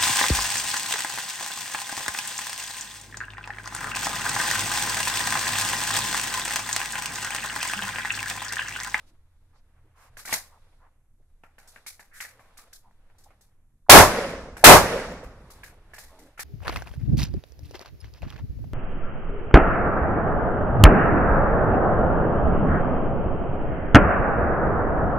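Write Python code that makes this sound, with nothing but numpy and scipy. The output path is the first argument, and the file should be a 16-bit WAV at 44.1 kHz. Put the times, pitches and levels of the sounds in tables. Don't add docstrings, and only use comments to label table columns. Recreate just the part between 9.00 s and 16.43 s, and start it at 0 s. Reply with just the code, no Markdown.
import sys
import numpy as np
from scipy import signal
from scipy.fft import rfft, irfft, next_fast_len
from scipy.io import wavfile
from scipy.ndimage import uniform_filter1d, map_coordinates

SR = 44100
rng = np.random.default_rng(int(sys.argv[2]) if len(sys.argv) > 2 else 0)


def log_audio(samples):
    frames = np.atleast_2d(samples).T
    limited = np.clip(frames, -1, 1)
    pcm = np.round(limited * 32767).astype(np.int16)
    wavfile.write(sys.argv[1], SR, pcm)


N = 327857


def amp(db):
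    return 10 ** (np.asarray(db) / 20)


def unit(x):
    return x / np.sqrt(np.mean(x ** 2) + 1e-20)


def along(points, hz):
    f, v = np.transpose(points)
    return np.interp(np.log(hz + 1), np.log(f + 1), v)


def curves(rows):
    s, *cols = np.transpose(rows)
    return [np.interp(np.arange(N) / SR, s, c) for c in cols]


def wobble(rate):
    knots = rng.standard_normal(int(N * rate / SR) + 4)
    return map_coordinates(knots, [np.arange(N) * rate / SR])


def band(hz, octaves):
    return [(hz * 2 ** (k * octaves), -12 * k * k) for k in (-3, -2, -1, 0, 1, 2, 3)]


def ring(hz, t60, t):
    return np.sin(2 * np.pi * hz * t) * amp(-60 * t / t60)


def add(out, s, x):
    part = out[:, round(s * SR):][:, :x.shape[1]]
    part += x[:, :part.shape[1]]


# f/Hz, likeness (1 = same, 0 = unrelated)
LIKENESS = [(60, 1), (99, 0.96), (160, 1), (270, 0.99), (450, 0.97), (740, 0.93), (1220, 0.79),
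            (2010, 0.48), (3330, -0.36), (5500, -0.0049), (9080, -0.04), (15000, 0.55)]


def rush(spectrum, size, apart=0):
    m = next_fast_len(size)
    hz = np.fft.rfftfreq(m, 1 / SR)
    turn = np.arccos(np.clip(along(LIKENESS, hz) * (1 - apart), -1, 1)) / 2
    closed = [(0, -120)] + list(spectrum)
    white = rfft(rng.standard_normal((2, m)))
    mid, side = irfft(white * amp(along(closed, hz)) * [np.cos(turn), np.sin(turn)], m)
    return unit(np.array([mid + side, mid - side])[:, :size])


def dying(spectrum, decay, size, rise, apart=0, patchy_db=0):
    hz, t, z = signal.stft(rush(spectrum, size, apart), SR, nperseg=256)
    patches = rng.standard_normal(z.shape[1:])
    for axis in (0, 1):
        patches = uniform_filter1d(patches, size=5, axis=axis)
    fade_db = -60 * t / along(decay, hz)[:, None]
    faded = z * amp(fade_db + patchy_db * unit(patches))
    tail = signal.istft(faded, SR, nperseg=256)[1][:, :size]
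    return tail * (1 - np.exp(-(np.arange(size) / SR / rise) ** 2))


# f/Hz, relative level/dB
HISS_COLOUR = [(1470, -47.5), (2500, -20), (4810, -20), (5910, -3.5), (11100, -0.5), (13400, -4.5),
               (14500, -26.5)]


def microphone_hiss():
    return amp(-83) * rush(HISS_COLOUR, N)


# t/s, level/dB
WIND_LEVEL = [(0, -56.5), (1.6, -56), (2.7, -58.5), (3.7, -56.5), (4.2, -52), (4.8, -58.5), (6.7, -56),
              (7.15, -52.5), (7.43, -55)]
# f/Hz, relative level/dB
RUMBLE_COLOUR = [(4.7, -41.5), (8.0, 0.5), (22, -0.5), (43, -18), (81, -15.5), (160, -28.5), (177, -33),
                 (211, -30.5), (500, -42.5), (650, -82.5), (1100, -120)]


def wind():
    wind_db, = curves(WIND_LEVEL)
    return amp(wind_db) * unit(amp(1.4 * wobble(6.1)) * rush(RUMBLE_COLOUR, N))


SHAFT_START_HZ, SHAFT_END_HZ, SLOWING_S = 42.8, 37.5, 0.97
# order, starting level/dB, change of level/(dB per s)
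ENGINE_ORDERS = [(2, -62.5, -3), (3, -69.5, -2)]


def engine():
    t = np.arange(N) / SR
    shaft_hz = SHAFT_END_HZ + (SHAFT_START_HZ - SHAFT_END_HZ) * np.exp(-t / SLOWING_S)
    turns = 2 * np.pi * np.cumsum(shaft_hz) / SR
    out = np.zeros(N)
    for order, db, fade_db in ENGINE_ORDERS:
        level = amp(db + fade_db * t + 4 * wobble(8))
        out += level * np.sin(order * turns + .9 * wobble(12))
    return out


WHINE_HZ, WHINE_DB = 782, -80
WHINE_FULL_FROM_S, WHINE_FULL_TO_S, WHINE_FADE_S = 2.9, 4.55, 0.33


def whine():
    t = np.arange(N) / SR
    nearest_edge = np.minimum(t - WHINE_FULL_FROM_S, WHINE_FULL_TO_S - t)
    on = np.clip(nearest_edge / WHINE_FADE_S + 1, 0, 1) ** 2
    tone = np.sin(2 * np.pi * WHINE_HZ * t + 1.5 * wobble(10))
    return on * amp(WHINE_DB + 3.3 * wobble(7.94)) * tone


# t/s, level/dB of the cloth's body
HANDLING_LEVEL = [(0, -64.5), (.2, -77), (.9, -72.5), (1.35, -63), (1.75, -70), (2.12, -83), (2.4, -79.5),
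                  (2.75, -62.5), (3.0, -73), (3.36, -62.5), (3.69, -65.5), (3.85, -73.5), (4.29, -68.5),
                  (4.55, -78), (4.86, -86.5), (6.6, -58.5), (6.8, -64.5), (7.05, -60.5), (7.3, -62),
                  (7.43, -72)]
# f/Hz, relative level/dB
CLOTH_BODY = [(88, -42), (150, -12), (330, -12), (376, -15), (480, -5), (1770, -10.5), (3300, -19),
              (4290, -53.5), (7260, -120)]
# f/Hz, relative level/dB
CLOTH_BRIGHT = [(1760, -38.5), (3000, -14.5), (3420, 5), (3710, 4), (6690, -4.5), (11100, -3.5),
                (15400, -26)]
BRIGHT_UNDER_BODY_DB = -7.5


def rustle():
    cloth_db, = curves(HANDLING_LEVEL)
    body = unit(amp(1.5 * wobble(59)) * rush(CLOTH_BODY, N))
    bright = amp(BRIGHT_UNDER_BODY_DB + 2.5 * wobble(5)) * rush(CLOTH_BRIGHT, N)
    return amp(cloth_db) * (body + bright)


# start t/s, length/s, centre f/Hz, width/octaves, level/dB
RUBS = [(0.032, 0.13, 292, 0.52, -69), (0.057, 0.056, 4500, 1.9, -65), (.535, 0.075, 4500, .9, -72),
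        (0.524, 0.058, 1000, 1.16, -65.5), (.757, 0.042, 1200, .95, -70), (0.833, 0.056, 350, 0.57, -67),
        (0.937, .17, 1070, 1.26, -57.5), (0.953, 0.15, 5740, 2.8, -61.5), (1.296, .074, 2470, 4.5, -31.5),
        (1.387, 0.11, 5000, 1.7, -60), (1.501, 0.088, 930, 0.63, -58.5), (1.791, 0.11, 955, 1.03, -61),
        (2.194, 0.026, 445, 0.93, -69), (3.107, 0.1, 1690, 0.53, -50.5), (3.131, 0.09, 8550, 2.7, -48),
        (3.832, 0.07, 910, 0.45, -60), (4.256, 0.022, 770, 0.55, -55.5), (3.85, 0.087, 192, .6, -69.5),
        (4.137, .022, 865, .16, -65), (4.863, 0.011, 1085, 0.57, -59.5), (6.425, .045, 145, 0.53, -47.5)]


def scuffs():
    out = np.zeros((2, N))
    for s, length, hz, octaves, db in RUBS:
        u = np.arange(max(SR // 4, round(length * SR))) / SR / length
        swell = np.abs(np.sin(np.pi * np.minimum(u, 1) ** 1.14)) ** 0.78
        add(out, s, amp(db) * rush(band(hz, octaves), len(u)) * swell)
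    return out


CREAK_S, CREAK_LENGTH_S, CREAK_DB, SLIPS_PER_S = 7.095, .2, -53, 89
MODE_SPAN = 0.23
# f/Hz, relative level/dB, loudest at this share of the creak, t60/s
BOARD_MODES = [(306, 4, 0.74, .07), (428, 1.5, 0.59, 0.058), (540, 0, 0.94, .05), (630, 1, .25, .07),
               (873, 1.5, 0.34, 0.047), (1067, -4, .1, 0.034)]


def creak():
    out, t = np.zeros((2, N)), np.arange(SR // 10)[None] / SR
    starts = np.arange(0, CREAK_LENGTH_S, 1 / SLIPS_PER_S)
    for u, late, size in zip(starts, *rng.standard_normal((2, 64))):
        share = u / CREAK_LENGTH_S
        modes = 0
        for hz, db, at, t60 in BOARD_MODES:
            modes = modes + amp(db) * np.exp(-((share - at) / MODE_SPAN) ** 2) * ring(hz, t60, t)
        add(out, CREAK_S + u + 0.00052 * late, amp(CREAK_DB + 2.5 * size) * modes)
    return out


# t/s, knock level/dB, knock f/Hz, treble level/dB,
# thud over the knock/dB, rattle t60/s (held to .03-.45 s), steel ring over the treble/dB
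CONTACTS = [(1.169, -39, 1640, -41.5, -4, 0.34, -22), (1.19, -42.5, 1270, -42, -20, 0.2, -24),
            (1.2517, -36, 1555, -36, -7, 0.53, -26), (1.276, -34, 1860, -49, -5, 0.23, -24),
            (1.291, -32, 1070, -38, -3.5, 0.44, -18), (1.3255, -19, 2025, -19, -3.5, 0.21, -29),
            (1.3694, -37, 1700, -52, -2, 0.22, -17), (2.4355, -45, 1350, -67, 0, 0.25, -24),
            (2.582, -45, 1510, -54, -1.5, 0.34, -24), (2.673, -60, 1420, -48.5, 1, 0.35, -8),
            (2.7596, -39, 1610, -58, -5.5, 0.17, -24), (2.8631, -36, 2190, -33.5, -12, 0.23, -14),
            (2.9939, -42.5, 1720, -50, -2.5, 0.28, -15), (3.2033, -26.5, 1980, -33.5, -18.5, 0.27, -22),
            (3.2483, -34.5, 1700, -49, -13, 0.16, -11), (3.394, -48.5, 1090, -62, -1, 0.99, -24),
            (3.571, -50, 1700, -44.5, -12, 0.21, -12.5), (3.587, -45.5, 1210, -52.5, -6, 0.26, -22),
            (3.728, -52, 1610, -42, -11, 0.21, -20), (3.9098, -65, 1780, -76, 7, .15, -23),
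            (4.0994, -59, 1800, -74, -3, 0.1, -24), (4.181, -78, 1300, -55.5, -13, 0.27, -16),
            (4.2352, -69, 1650, -53, 0, 0.13, -17), (4.305, -53.5, 1195, -75, 1, 0.23, -23),
            (4.408, -64, 1770, -56.5, 1, .25, -10), (5.293, -32.5, 1860, -46, -15, 0.079, -23),
            (5.567, -35, 1580, -44.5, -1.5, 0.5, -12), (6.1177, -44, 1440, -55, 9, 0.21, -26),
            (6.235, -44, 1100, -54, -12, 0.19, -24), (6.5017, -48.5, 1140, -46, -5, 0.27, -16.5),
            (6.6337, -34, 1650, -42.5, -20, 0.24, -28), (6.9347, -36, 1730, -45, -8.5, 0.3, -24),
            (6.982, -40, 1880, -41, -4.5, 0.34, -28), (7.188, -55.5, 1990, -53.5, 5, 0.37, -16),
            (7.3758, -40.5, 1386, -54, -11, 0.35, -24), (7.3928, -28.5, 1800, -32.5, -10, 0.35, -30)]
# f/Hz, relative level/dB
KNOCK_COLOUR = [(600, -26.5), (1000, -14.5), (1700, -5.5), (2300, -7), (2800, -13), (4000, -36.5)]
# f/Hz, relative level/dB
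THUD_COLOUR = [(100, -17), (170, -5), (400, -10.5), (800, 1.5), (1100, -7.5), (1600, -32)]
# f/Hz, relative level/dB
SPRAY_COLOUR = [(2400, -28), (3100, -9), (3900, -0.5), (6000, 0.5), (10000, -1.5), (13000, -2),
                (15500, -3.5)]
# f/Hz, relative level/dB, t60/s
STEEL_MODES = [(5300, 1, .08), (6560, 2, .08), (8000, 4.5, .09), (9800, -2.5, 0.27), (10840, -13.5, 0.14),
               (12520, -14, .07)]
SNAP_DB, SNAP_T60_S = -0.5, 0.0065
GEAR_LEFT_DB = 1.3


def gear():
    out, t = np.zeros((2, N)), np.arange(SR * 2 // 5) / SR
    size = len(t)
    for s, db, knock_hz, treble_db, thud_db, t60, steel_db in CONTACTS:
        tail = amp(-60 * t / np.clip(t60, .03, .45))
        rattle = amp(3 * np.interp(t * 200, np.arange(size), rng.standard_normal(size)))
        body = .28 * rush(band(knock_hz, .22), size) + .33 * rush(KNOCK_COLOUR, size)
        tones = 0.6 * ring(knock_hz, 0.036, t)
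        tones += 0.15 * ring(0.55 * knock_hz, 0.021, t) + 0.314 * ring(1.27 * knock_hz, 0.017, t)
        knock = tones + body * (1.5 * amp(-60 * t / 0.02) + 0.75 * rattle * tail)
        snap = amp(SNAP_DB - 60 * t / SNAP_T60_S) * rush(band(1.25 * knock_hz, .75), size)
        thud = rush(THUD_COLOUR, size) * (amp(-60 * t / 0.016) + 0.22 * tail)
        steel = 0
        for hz, level, life in STEEL_MODES:
            steel = steel + amp(level + rng.normal(0, 2.5, (2, 1))) * ring(hz, life, t)
        treble = rush(SPRAY_COLOUR, size) * rattle ** .7 * tail + amp(steel_db) * steel
        treble = treble * (1 - np.exp(-(t / .0035) ** 2))
        touch = 1 - np.exp(-(t / .0006) ** 2)
        contact = (knock + snap + amp(thud_db) * thud) * touch
        add(out, s, amp(db) * contact + amp(treble_db) * treble)
    return out * amp([[GEAR_LEFT_DB / 2], [-GEAR_LEFT_DB / 2]])


# t/s, blast level/dB in the stand, reference level/dB for the answer of the range
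SHOT_TIMES = [(4.894, 20.5, -20.5), (5.6390, 19.5, -21)]
SHUDDER_DB, SHUDDER_RISE_S, SHUDDER_T60_S = -26.5, .15, 0.69


def shudder():
    out = np.zeros((2, N))
    for s, *_ in SHOT_TIMES:
        low = dying(RUMBLE_COLOUR, [(40, SHUDDER_T60_S)], size=SR * 2, rise=SHUDDER_RISE_S)
        add(out, s, amp(SHUDDER_DB) * low)
    return out


# f/Hz, relative level/dB
YARD_COLOUR = [(1500, -30.5), (2500, -12), (3100, -10), (5500, -5), (8000, -4), (10500, 1), (13000, -4.5),
               (15600, -13.5)]
# f/Hz, t60/s
YARD_FADE = [(2500, 0.23), (5000, 0.67), (7500, 0.61), (10000, 0.51), (12500, .48), (15500, .45)]
# f/Hz, relative level/dB
RANGE_COLOUR = [(15, -38.5), (25, -16.5), (60, -20.5), (120, -22), (200, -14), (320, -20), (520, -9.5),
                (820, -15.5), (1850, -15), (2550, -21.5), (2900, -24), (5500, -30.5), (8000, -45),
                (12000, -78)]
# f/Hz, t60/s
RANGE_FADE = [(40, 0.41), (150, 1), (500, .8), (1500, 0.71), (4000, 0.72), (7000, 0.81), (11000, 0.96),
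              (15000, 0.26)]
# f/Hz, relative level/dB
WOODS_COLOUR = [(25, 1), (70, -1.5), (200, -16.5), (500, -11), (1200, -12), (2500, -15), (5000, -42.5),
                (15000, -68.5)]
# f/Hz, t60/s
WOODS_FADE = [(40, 3.7), (300, 2.5), (1000, 1.9), (4000, 0.93)]


def range_answer():
    out = np.zeros((2, N))
    for s, _, range_db in SHOT_TIMES:
        yard = dying(YARD_COLOUR, YARD_FADE, size=SR, rise=0.45, patchy_db=2.0)
        add(out, s, amp(range_db + 19.0) * yard)
        answer = dying(RANGE_COLOUR, RANGE_FADE, size=SR * 2, rise=0.29, patchy_db=1.0)
        add(out, s, amp(range_db + 21) * answer)
        woods = dying(WOODS_COLOUR, WOODS_FADE, size=SR * 2, rise=.3, patchy_db=1.5)
        add(out, s, amp(range_db - 8.5) * woods)
    return out


# delay t/s, level/dB before a gain of 0.39 and a random change
BANK_SLAPS = [(.256, -23), (.29, -9.5), (.302, -10.5), (.32, -11), (.35, -15), (.41, -25), (.44, -21),
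              (.478, -23.5), (.59, -31)]


def slaps():
    out, t = np.zeros((2, N)), np.arange(SR // 20)[None] / SR
    for s, *_ in SHOT_TIMES:
        for delay, db in BANK_SLAPS:
            noise = 0.39 * rush(band(531, 0.39), SR // 4)[:, :t.size]
            dull = noise * amp(-60 * t / 0.067) * np.minimum(t / 0.0034, 1)
            add(out, s + delay, amp(db + rng.normal(0, 1.3)) * dull)
    return out


# f/Hz, relative level/dB
BLAST_COLOUR = [(20, -11), (150, -11.5), (500, -4), (1500, -0.5), (2500, -2.5), (4000, -6), (9000, -11),
                (12000, -10), (16000, -9)]
# f/Hz, t60/s
STAND_FADE = [(40, 0.25), (800, .22), (2500, .2), (6000, 0.26), (10000, 0.24), (15000, 0.23)]
# f/Hz, relative level/dB
BOOM_COLOUR = [(20, -11), (45, -7), (70, -12), (130, -6.5), (210, -7), (330, 0), (600, -2), (1000, -2),
               (1500, -7), (2600, -11.5), (4000, -45)]
# f/Hz, t60/s
BOOM_FADE = [(40, .35), (200, 0.19), (800, 0.25), (2500, 0.21)]


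def shots():
    out, t = np.zeros((2, N)), np.arange(SR // 20)[None] / SR
    for s, blast_db, _ in SHOT_TIMES:
        add(out, s - .0075, amp(-29.5) * ring(760, .04, t))
        add(out, s, -amp(7) * ring(720, 0.03, t) * np.minimum(t / 0.0015, 1))
        roar_s = s + .0025
        crack = dying(BLAST_COLOUR, STAND_FADE, size=SR // 2, rise=0.0012, apart=.1)
        add(out, roar_s, amp(blast_db) * crack)
        boom = dying(BOOM_COLOUR, BOOM_FADE, size=SR // 2, rise=0.043, apart=0.21)
        add(out, roar_s, amp(blast_db + 4.5) * boom)
    return out


def scene():
    background = microphone_hiss() + wind() + engine() + whine()
    handling = rustle() + scuffs() + creak() + gear()
    firing = shudder() + range_answer() + slaps() + shots()
    return (background + handling + firing) * amp([[-.4], [.4]])


# f/Hz, gain/dB
MICROPHONE_TONE = [(100, -1), (8000, -1.5), (12000, -1), (16000, -12.5)]
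TOP_HZ = 15700


def record(dry):
    flat = dry / (1 + np.abs(dry / 1.05) ** 10) ** (1 / 10)
    m = next_fast_len(N + SR)
    hz = np.fft.rfftfreq(m, 1 / SR)
    edge = np.clip((TOP_HZ - hz) / 400 + .5, 0, 1)
    gain = amp(along(MICROPHONE_TONE, hz)) * np.sin(edge * np.pi / 2) ** 2
    return irfft(rfft(flat, m) * gain, m)[:, :N]


dry = scene()
out = record(dry)
log_audio(out)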